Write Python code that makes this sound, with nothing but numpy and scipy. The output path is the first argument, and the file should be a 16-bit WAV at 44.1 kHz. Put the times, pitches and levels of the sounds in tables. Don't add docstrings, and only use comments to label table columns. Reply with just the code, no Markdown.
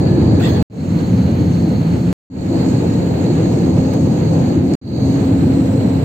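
import sys
import numpy as np
from scipy import signal
from scipy.fft import rfft, irfft
from scipy.io import wavfile
from scipy.ndimage import uniform_filter1d

SR = 44100
rng = np.random.default_rng(int(sys.argv[2]) if len(sys.argv) > 2 else 0)


def master_out(mix):
    frames = np.transpose(np.atleast_2d(mix))
    ceiling = np.clip(frames, -1, 1)
    pcm = np.round(ceiling * 32767).astype(np.int16)
    wavfile.write(sys.argv[1], SR, pcm)


def to_linear_factor(level_db):
    exponent = np.asarray(level_db, float) / 20
    return 10 ** exponent


N = 266364
T = np.arange(N) / SR
HZ = np.maximum(np.fft.rfftfreq(N, 1 / SR), 1)
HALVES = np.array([[.5], [-.5]])
SIGNS = np.array([[1], [-1]])

# (start [s], cut [s], left pressure at the cut, right pressure at the cut)
TAKES = [
    (-1, .62642, -.12, -.2),
    (.699, 2.12834, -.26, -.18),
    (2.3001, 4.75335, -.02, -.045),
    (4.8141, 7, 0, 0),
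]
FADE_S, FADE_FROM = 0.3, 0.045

# (boom [dB], drone [dB], growl [dB], growl left-right [dB])
ROAR = [(-13, -19.5, -25.5, 0), (-14.5, -25, -29.5, 1), (-15.5, -21, -26.5, 2.5), (-14.5, -22, -27, 2)]
# (frequency [Hz], density [dB per Hz])
BOOM = [(12, -70), (20, -35), (38, -29), (72, -8.5), (91, 2.5), (172, 0), (231, -1.5), (265, -6),
        (300, -7.5), (390, -37), (660, -120)]
DRONE = [(200, -20), (245, -4.5), (300, 4), (360, 0.5), (400, -12), (460, -42.5)]
GROWL = [(330, -28.5), (400, -1), (520, -0.5), (600, -6.5), (720, -8.5), (860, -11), (950, -17.5),
         (1100, -23), (1300, -37)]
# (time [s], frequency [Hz], level [dB])
FAN_SHAFT = [(0, 259.5, -31.5), (.63, 256.4, -27.5), (.7, 258.3, -24.5), (2.13, 259.5, -31.5),
             (2.3, 262.8, -21.5), (3.4, 263.1, -33), (3.65, 260.9, -18), (4.2, 261.6, -27),
             (4.75, 261, -21), (4.82, 266.6, -20.5), (5.4, 268.4, -16), (5.85, 268, -17.5),
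             (6.04, 264.8, -23)]
# (time [s], frequency [Hz], level [dB])
LOW_SHAFT = [(0, 173, -31), (.63, 172, -25), (.7, 175, -22), (2.13, 173.5, -21.5), (2.3, 172, -24),
             (3.4, 171.5, -20), (3.75, 171, -27.5), (4.25, 171, -20.5), (4.75, 173.15, -29),
             (4.82, 170, -27.5), (6.04, 171, -27)]

# (rush [dB], left-right [dB], valley hiss [dB], left-right [dB])
AIRFLOW = [(-41.5, -1.5, -59.5, 1.5), (-42, -4, -56.5, 3), (-42, -4, -56, -2.5), (-42.5, -3.5, -56, -2.5)]
# (frequency [Hz], density [dB per Hz])
RUSH = [(560, -28.5), (950, -1.5), (1100, -8), (1250, -3.5), (1350, -7), (1580, -6), (1920, -9.5),
        (2660, -11.5), (3460, -16), (4000, -16), (5200, -46), (8800, -120)]
VALLEY = [(4500, -25.5), (4800, 4), (6100, 3.5), (7600, 3), (8450, 5.5), (8600, -3.5), (9000, -9.5),
          (11500, -19), (11700, -40)]
# (frequency [Hz], extra left-right [dB])
RUSH_TILT = [(10, 2), (900, 6), (1300, 4), (1700, 0.5), (2100, -4), (2800, -2), (3400, 0.5), (4000, -1.5),
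             (22050, -1)]
# (level [dB], left-right [dB])
VENT = [(-62, 2.5), (-59, -.5), (-60, -1.5), (-60, -4.5)]
# (frequency [Hz], density [dB per Hz])
VENT_COLOUR = [(11450, -43), (11650, 3), (13000, 2), (14500, 2.5), (15700, -1.5), (16500, -7.5)]
# (frequency [Hz], signed correlation [-1 to 1])
LIKENESS = [(100, .99), (300, 0.9), (450, 0.74), (600, 0.18), (800, -0.069), (1500, -0.17), (2600, 0.087),
            (3300, 0.023), (4400, 0.15), (8000, 0.19), (12000, 0)]
HISS_LAG = [.34, .445, .33, .33]

# (time [s], low port [Hz], high port [Hz], turn towards the vent [dB], turn to the left [dB])
GRIP = [(0, 4420, 6860, -0.5, -0.5), (.63, 4420, 6800, 1, 1), (.7, 4230, 6650, 1.5, -1.5),
        (1.36, 4230, 6420, 0, -0.5), (2.13, 4320, 6733, -1, 1), (2.3, 4380, 6905, 1, -2),
        (2.65, 4325, 6950, 2, -1), (2.95, 4310, 7000, 0.5, -0.5), (3.4, 4320, 6780, 1, 1),
        (3.85, 4390, 6666, -.5, -1), (4.5, 4395, 6690, 1, -0.5), (4.62, 4385, 6740, -6, -1.5),
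        (4.75, 4400, 6890, -0.5, 0), (4.82, 4448, 6580, -1.5, -2.5), (5.15, 4403, 6700, 2, 0),
        (5.35, 4230, 7240, 1, -2), (5.7, 4198, 7490, 1, -0.5), (6.04, 4160, 7410, 1, -1.5)]
# (low port [dB], left-right [dB], high port [dB], left-right [dB])
PORTS = [(-43.5, -5, -51, 1), (-48.5, -4.5, -53.5, 0), (-47, -4, -50, -5.5), (-40.5, -6, -50.5, -1.5)]
HIGH_PORT_FOLLOWS, VENT_FOLLOWS, RUSH_FOLLOWS, VALLEY_FOLLOWS, GROWL_FOLLOWS = 0.94, .5, 0.48, .9, .6
PORT_ALIKE = .72
COVERED_S, COVER_S, COVER_DB = 4.95, .33, -11
WINDOW_HUM = [(845, 70, -40), (1710, 82, -49.5)]

# (time [s], level [dB])
RUSTLE = [(.385, -66.5), (.4, -41), (.445, -40), (.49, -38), (.53, -44), (.62, -49.5)]
# (start [s], length [s], frequency [Hz], width [Hz], level [dB])
RUSTLE_MODES = [(.398, .035, 1450, 100, -41), (.398, .03, 2480, 150, -47), (.425, .075, 1900, 80, -39),
                (.428, .045, 2680, 120, -41), (.418, .095, 3400, 200, -37), (.455, .1, 4180, 70, -43),
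                (.445, .055, 1170, 80, -41), (.43, .045, 6700, 200, -48), (.485, .09, 6520, 70, -47),
                (.42, .07, 7540, 150, -49), (.51, .1, 1700, 150, -47), (.53, .07, 3300, 200, -49)]
RUSTLE_PAN_DB = -2.5
# (time [s], peak [dB], length [s], lowest [Hz], highest [Hz])
TAPS = [
    (2.495, -36, .002, 8000, 11500),
    (3.14, -24, .008, 600, 3000),
    (3.5225, -31, .001, 12500, 16000),
    (3.6, -34, .001, 12000, 16000),
    (3.764, -37, .001, 12500, 16000),
    (3.9355, -22, .003, 5000, 16000),
    (3.936, -25, .003, 1000, 3000),
    (3.936, -25, .003, 8600, 9800),
    (4.737, -17, .0015, 900, 8300),
]
# (frequency [Hz], level [dB])
NEARBY_DIP = [(10, 4), (8400, 1.5), (8700, -9.5), (9500, -12.5), (11500, -19), (11650, -4), (22050, 0)]

# (frequency [Hz], rise over the masking level needed to be kept [dB])
STARVED = [(1000, -40), (3000, -18), (4800, -14), (4900, -11), (6000, -10.5), (6300, -12), (8400, -13),
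           (8600, 2.5), (9200, 4.5), (11500, 6), (11650, -4.5), (15000, -6.5), (15700, -3), (15850, 39)]
# (at the start [dB], once the fade is over [dB])
SPARE = [(-1, -2.5), (3, -3.5), (2.5, -7), (6, -7)]


def in_time(rows):
    s, *columns = np.transpose(rows)
    return [np.interp(T, s, c) for c in columns]


def by_take(rows, s=T):
    cuts = [take[1] for take in TAKES[:-1]]
    return np.array(rows)[np.searchsorted(cuts, s)].T


def at_hz(points):
    hz, value = np.transpose(points)
    return np.interp(np.log(HZ), np.log(hz), value, left=-120, right=-120)


def rms_one(x):
    return x / np.sqrt(np.mean(np.mean(x, axis=0) ** 2) + 1e-20)


def drift(rate_hz):
    r = np.exp(-2 * np.pi * rate_hz * 40 / SR)
    slow = signal.lfilter([1], [1, -2 * r, r * r], rng.standard_normal(N // 40 + 2002))[2000:]
    return np.interp(np.arange(N) / 40, np.arange(len(slow)), slow / slow.std())


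def panned(pair, level_db, pan_db, flicker_db, swell_db=0):
    wander_db = flicker_db * drift(13.3) + swell_db * drift(2.5)
    return pair * to_linear_factor(level_db + HALVES * pan_db + wander_db)


def two_mics(mid, side, alike):
    return np.sqrt(1 + alike) * mid + np.sqrt(1 - alike) * side * SIGNS


def diffuse(colour):
    hz, alike = np.transpose(LIKENESS)
    alike = np.clip(np.interp(np.log(HZ), np.log(hz), alike), -.999, .999)
    mid, side = rfft(rng.standard_normal((2, N))) * to_linear_factor(at_hz(colour))
    return rms_one(irfft(two_mics(mid, side, alike), N))


def ring(noise, hz, width_hz):
    r = np.exp(-np.pi * width_hz / SR)
    return signal.lfilter([1, 0, -1], [1, -2 * r * np.cos(2 * np.pi * hz / SR), r * r], noise)


def shaft(hz, level_db, wobble_db, waver_hz):
    phase = 2 * np.pi * np.cumsum(hz + waver_hz * drift(5.94)) / SR
    return np.sqrt(2) * to_linear_factor(level_db + wobble_db * drift(5)) * np.sin(phase)


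def engines():
    boom_db, drone_db, growl_db, pan_db = by_take(ROAR)
    facing_db = in_time(GRIP)[2]
    growl_db = growl_db + GROWL_FOLLOWS * facing_db
    roar = panned(diffuse(BOOM), boom_db, 0, flicker_db=1.3, swell_db=-0.02)
    roar += panned(diffuse(DRONE), drone_db, .3, flicker_db=1.05, swell_db=1.97)
    roar += panned(diffuse(GROWL), growl_db, pan_db, flicker_db=1.03, swell_db=0.54)
    fan = shaft(*in_time(FAN_SHAFT), wobble_db=2.5, waver_hz=1.2)
    low = shaft(*in_time(LOW_SHAFT), wobble_db=3.0, waver_hz=5.996)
    return roar + fan + low


def port(hz, level_db, pan_db, centre_hz, width_hz, core_hz, core_db, follows):
    white = rng.standard_normal((2, 2, N)) + 1j * rng.standard_normal((2, 2, N))
    body = signal.sosfilt(signal.butter(8, width_hz / 2, fs=SR, output="sos"), white[0])
    core = signal.sosfilt(signal.butter(2, core_hz / 2, fs=SR, output="sos"), white[1])
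    body_hz = centre_hz + follows * (hz - hz.mean())
    body = body * np.exp(2j * np.pi * np.cumsum(body_hz) / SR)
    core = core * np.exp(2j * np.pi * np.cumsum(hz) / SR)
    mid, side = (body + to_linear_factor(core_db) * core).real
    pair = two_mics(mid, side, PORT_ALIKE)
    pair = pair / np.sqrt(np.mean(pair ** 2) / 2)
    return panned(pair, level_db, pan_db, flicker_db=1.2, swell_db=.4)


def airflow():
    rush_db, rush_pan_db, valley_db, valley_pan_db = by_take(AIRFLOW)
    low_hz, high_hz, facing_db, turn_db = in_time(GRIP)
    low_db, low_pan_db, high_db, high_pan_db = by_take(PORTS)
    vent_db, vent_pan_db = by_take(VENT)

    tilted = irfft(rfft(diffuse(RUSH)) * to_linear_factor(HALVES * at_hz(RUSH_TILT)), N)
    rush_db = rush_db + RUSH_FOLLOWS * facing_db
    rush = panned(tilted, rush_db, rush_pan_db, flicker_db=1.03, swell_db=0.34)

    vent_db = vent_db + VENT_FOLLOWS * facing_db
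    vent = panned(diffuse(VENT_COLOUR), vent_db, vent_pan_db + turn_db, flicker_db=.25)

    valley_db = valley_db + 3.5 + VALLEY_FOLLOWS * facing_db
    hiss = panned(diffuse(VALLEY), valley_db, valley_pan_db + turn_db, flicker_db=1.4, swell_db=0.8)
    low_db = low_db + COVER_DB * np.clip((T - COVERED_S) / COVER_S, 0, 1) + facing_db
    hiss += port(low_hz, low_db, low_pan_db + turn_db,
                 centre_hz=4310, width_hz=920, core_hz=150, core_db=7, follows=.15)
    high_db = high_db + HIGH_PORT_FOLLOWS * facing_db
    hiss += port(high_hz, high_db, high_pan_db + turn_db,
                 centre_hz=7000, width_hz=1420, core_hz=600, core_db=0.5, follows=.7)
    late = np.arange(N) - np.round(by_take(HISS_LAG) * SR / 1000).astype(int)
    hiss[1] = hiss[1, np.maximum(late, 0)]
    return rush + vent + hiss


def window_recess():
    out = np.zeros((2, N))
    for hz, width_hz, level_db in WINDOW_HUM:
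        ringing = ring(rng.standard_normal((2, N)), hz, width_hz)
        out += panned(rms_one(ringing), level_db, -2.5, flicker_db=1.7)
    return out * (T < .66)


def rustle():
    near = slice(round(.3 * SR), round(.7 * SR))
    t, out = T[near], np.zeros((2, N))
    spikes_db = 2.0 * rng.exponential(1, (2, len(t)))
    crackle = rng.standard_normal((2, len(t))) * to_linear_factor(spikes_db)
    body = signal.sosfilt(signal.butter(2, [1000, 4000], "band", fs=SR, output="sos"), crackle)
    sheen = signal.sosfilt(signal.butter(2, 3000, "high", fs=SR, output="sos"), crackle)
    s, level_db = np.transpose(RUSTLE)
    swish_db = np.interp(t, s, level_db, left=-150, right=-150)
    out[:, near] = rms_one(body + to_linear_factor(-7.5) * sheen) * to_linear_factor(swish_db)
    for start, length, hz, width_hz, level_db in RUSTLE_MODES:
        stroke = np.sin(np.pi * np.clip((t - start) / length, 0, 1) ** .7) ** .5
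        out[:, near] += to_linear_factor(level_db - 0.5) * stroke * rms_one(ring(crackle, hz, width_hz))
    return out * to_linear_factor(RUSTLE_PAN_DB * HALVES)


def taps():
    out, t = np.zeros((2, N)), np.arange(2000) / SR
    for s, peak_db, length, low_hz, high_hz in TAPS:
        puff = (1 + rng.standard_normal((2, len(t)))) * np.exp(-t / length)
        puff = signal.sosfilt(signal.butter(4, [low_hz, high_hz], "band", fs=SR, output="sos"), puff)
        i = round(s * SR)
        out[:, i:i + len(t)] += to_linear_factor(peak_db + np.array([[-9], [0]])) * puff / np.abs(puff).max()
    return out


def scene():
    nearby = irfft(rfft(rustle() + taps()) * to_linear_factor(at_hz(NEARBY_DIP)), N)
    return engines() + airflow() + nearby + window_recess()


def limiter(x):
    return x / (1 + np.abs(x / 0.9) ** 4) ** .25


def fade_in(x):
    gain = np.ones(N)
    for start, *_ in TAKES:
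        after = T >= start - .03
        gain[after] = np.clip(FADE_FROM + (T[after] - start) / FADE_S, FADE_FROM, 1)
    return x * gain


def starve(x, follow=1.77, base_db=-53.0, block_db=3.0, line_db=5.5):
    frames = dict(window="cosine", nperseg=2048, noverlap=1024)
    lead = 1024 - 105
    hz, s, spec = signal.stft(np.pad(x, ((0, 0), (lead, 2048)), "reflect"), SR, **frames)
    s = s - lead / SR
    power = np.abs(spec[:, :1024]) ** 2
    band_db = 10 * np.log10(power.reshape(2, 256, 4, -1).sum(axis=2) + 1e-20)
    loudness = uniform_filter1d(power.sum(axis=1).mean(axis=0), size=5)
    mask_db = base_db + follow * 10 * np.log10(loudness + 1e-20)

    band_hz = hz[2:1024:4]
    need_db = np.interp(band_hz, *np.transpose(STARVED))[:, None]
    dark = (band_hz > 8900) & (band_hz < 11550)
    early_db, late_db = by_take(SPARE, s)
    faded = np.clip((s - by_take(TAKES, s)[0]) / FADE_S, 0, 1)
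    need_db = need_db - np.outer(dark, early_db + faded * (late_db - early_db))

    blocks = signal.lfilter([1], [1, -.45], rng.standard_normal((64, band_db.shape[-1])))
    luck_db = block_db * np.repeat(blocks, 4, axis=0) + line_db * rng.standard_normal(band_db.shape)
    spec[:, :1024] *= np.repeat(band_db + luck_db > mask_db + need_db, 4, axis=1)
    return signal.istft(spec, SR, **frames)[1][:, lead:lead + N]


def splice(x):
    out = x.copy()
    for (_, cut, *pressure), (start, *_) in zip(TAKES, TAKES[1:]):
        end, begin = round(cut * SR), round(start * SR)
        swing = (np.array(pressure) - x[:, end - 1])[:, None]
        out[:, end - 90:end] += swing * np.hanning(180)[:90]
        out[:, end:begin] = 0
        out[:, begin:begin + 30] *= np.hanning(60)[:30]
    return out


def roll_off(x):
    return signal.sosfilt(signal.butter(12, 16200, fs=SR, output="sos"), x)


def record(dry):
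    heard = starve(fade_in(limiter(dry)))
    return roll_off(splice(heard))


dry = scene()
out = record(dry)
master_out(out)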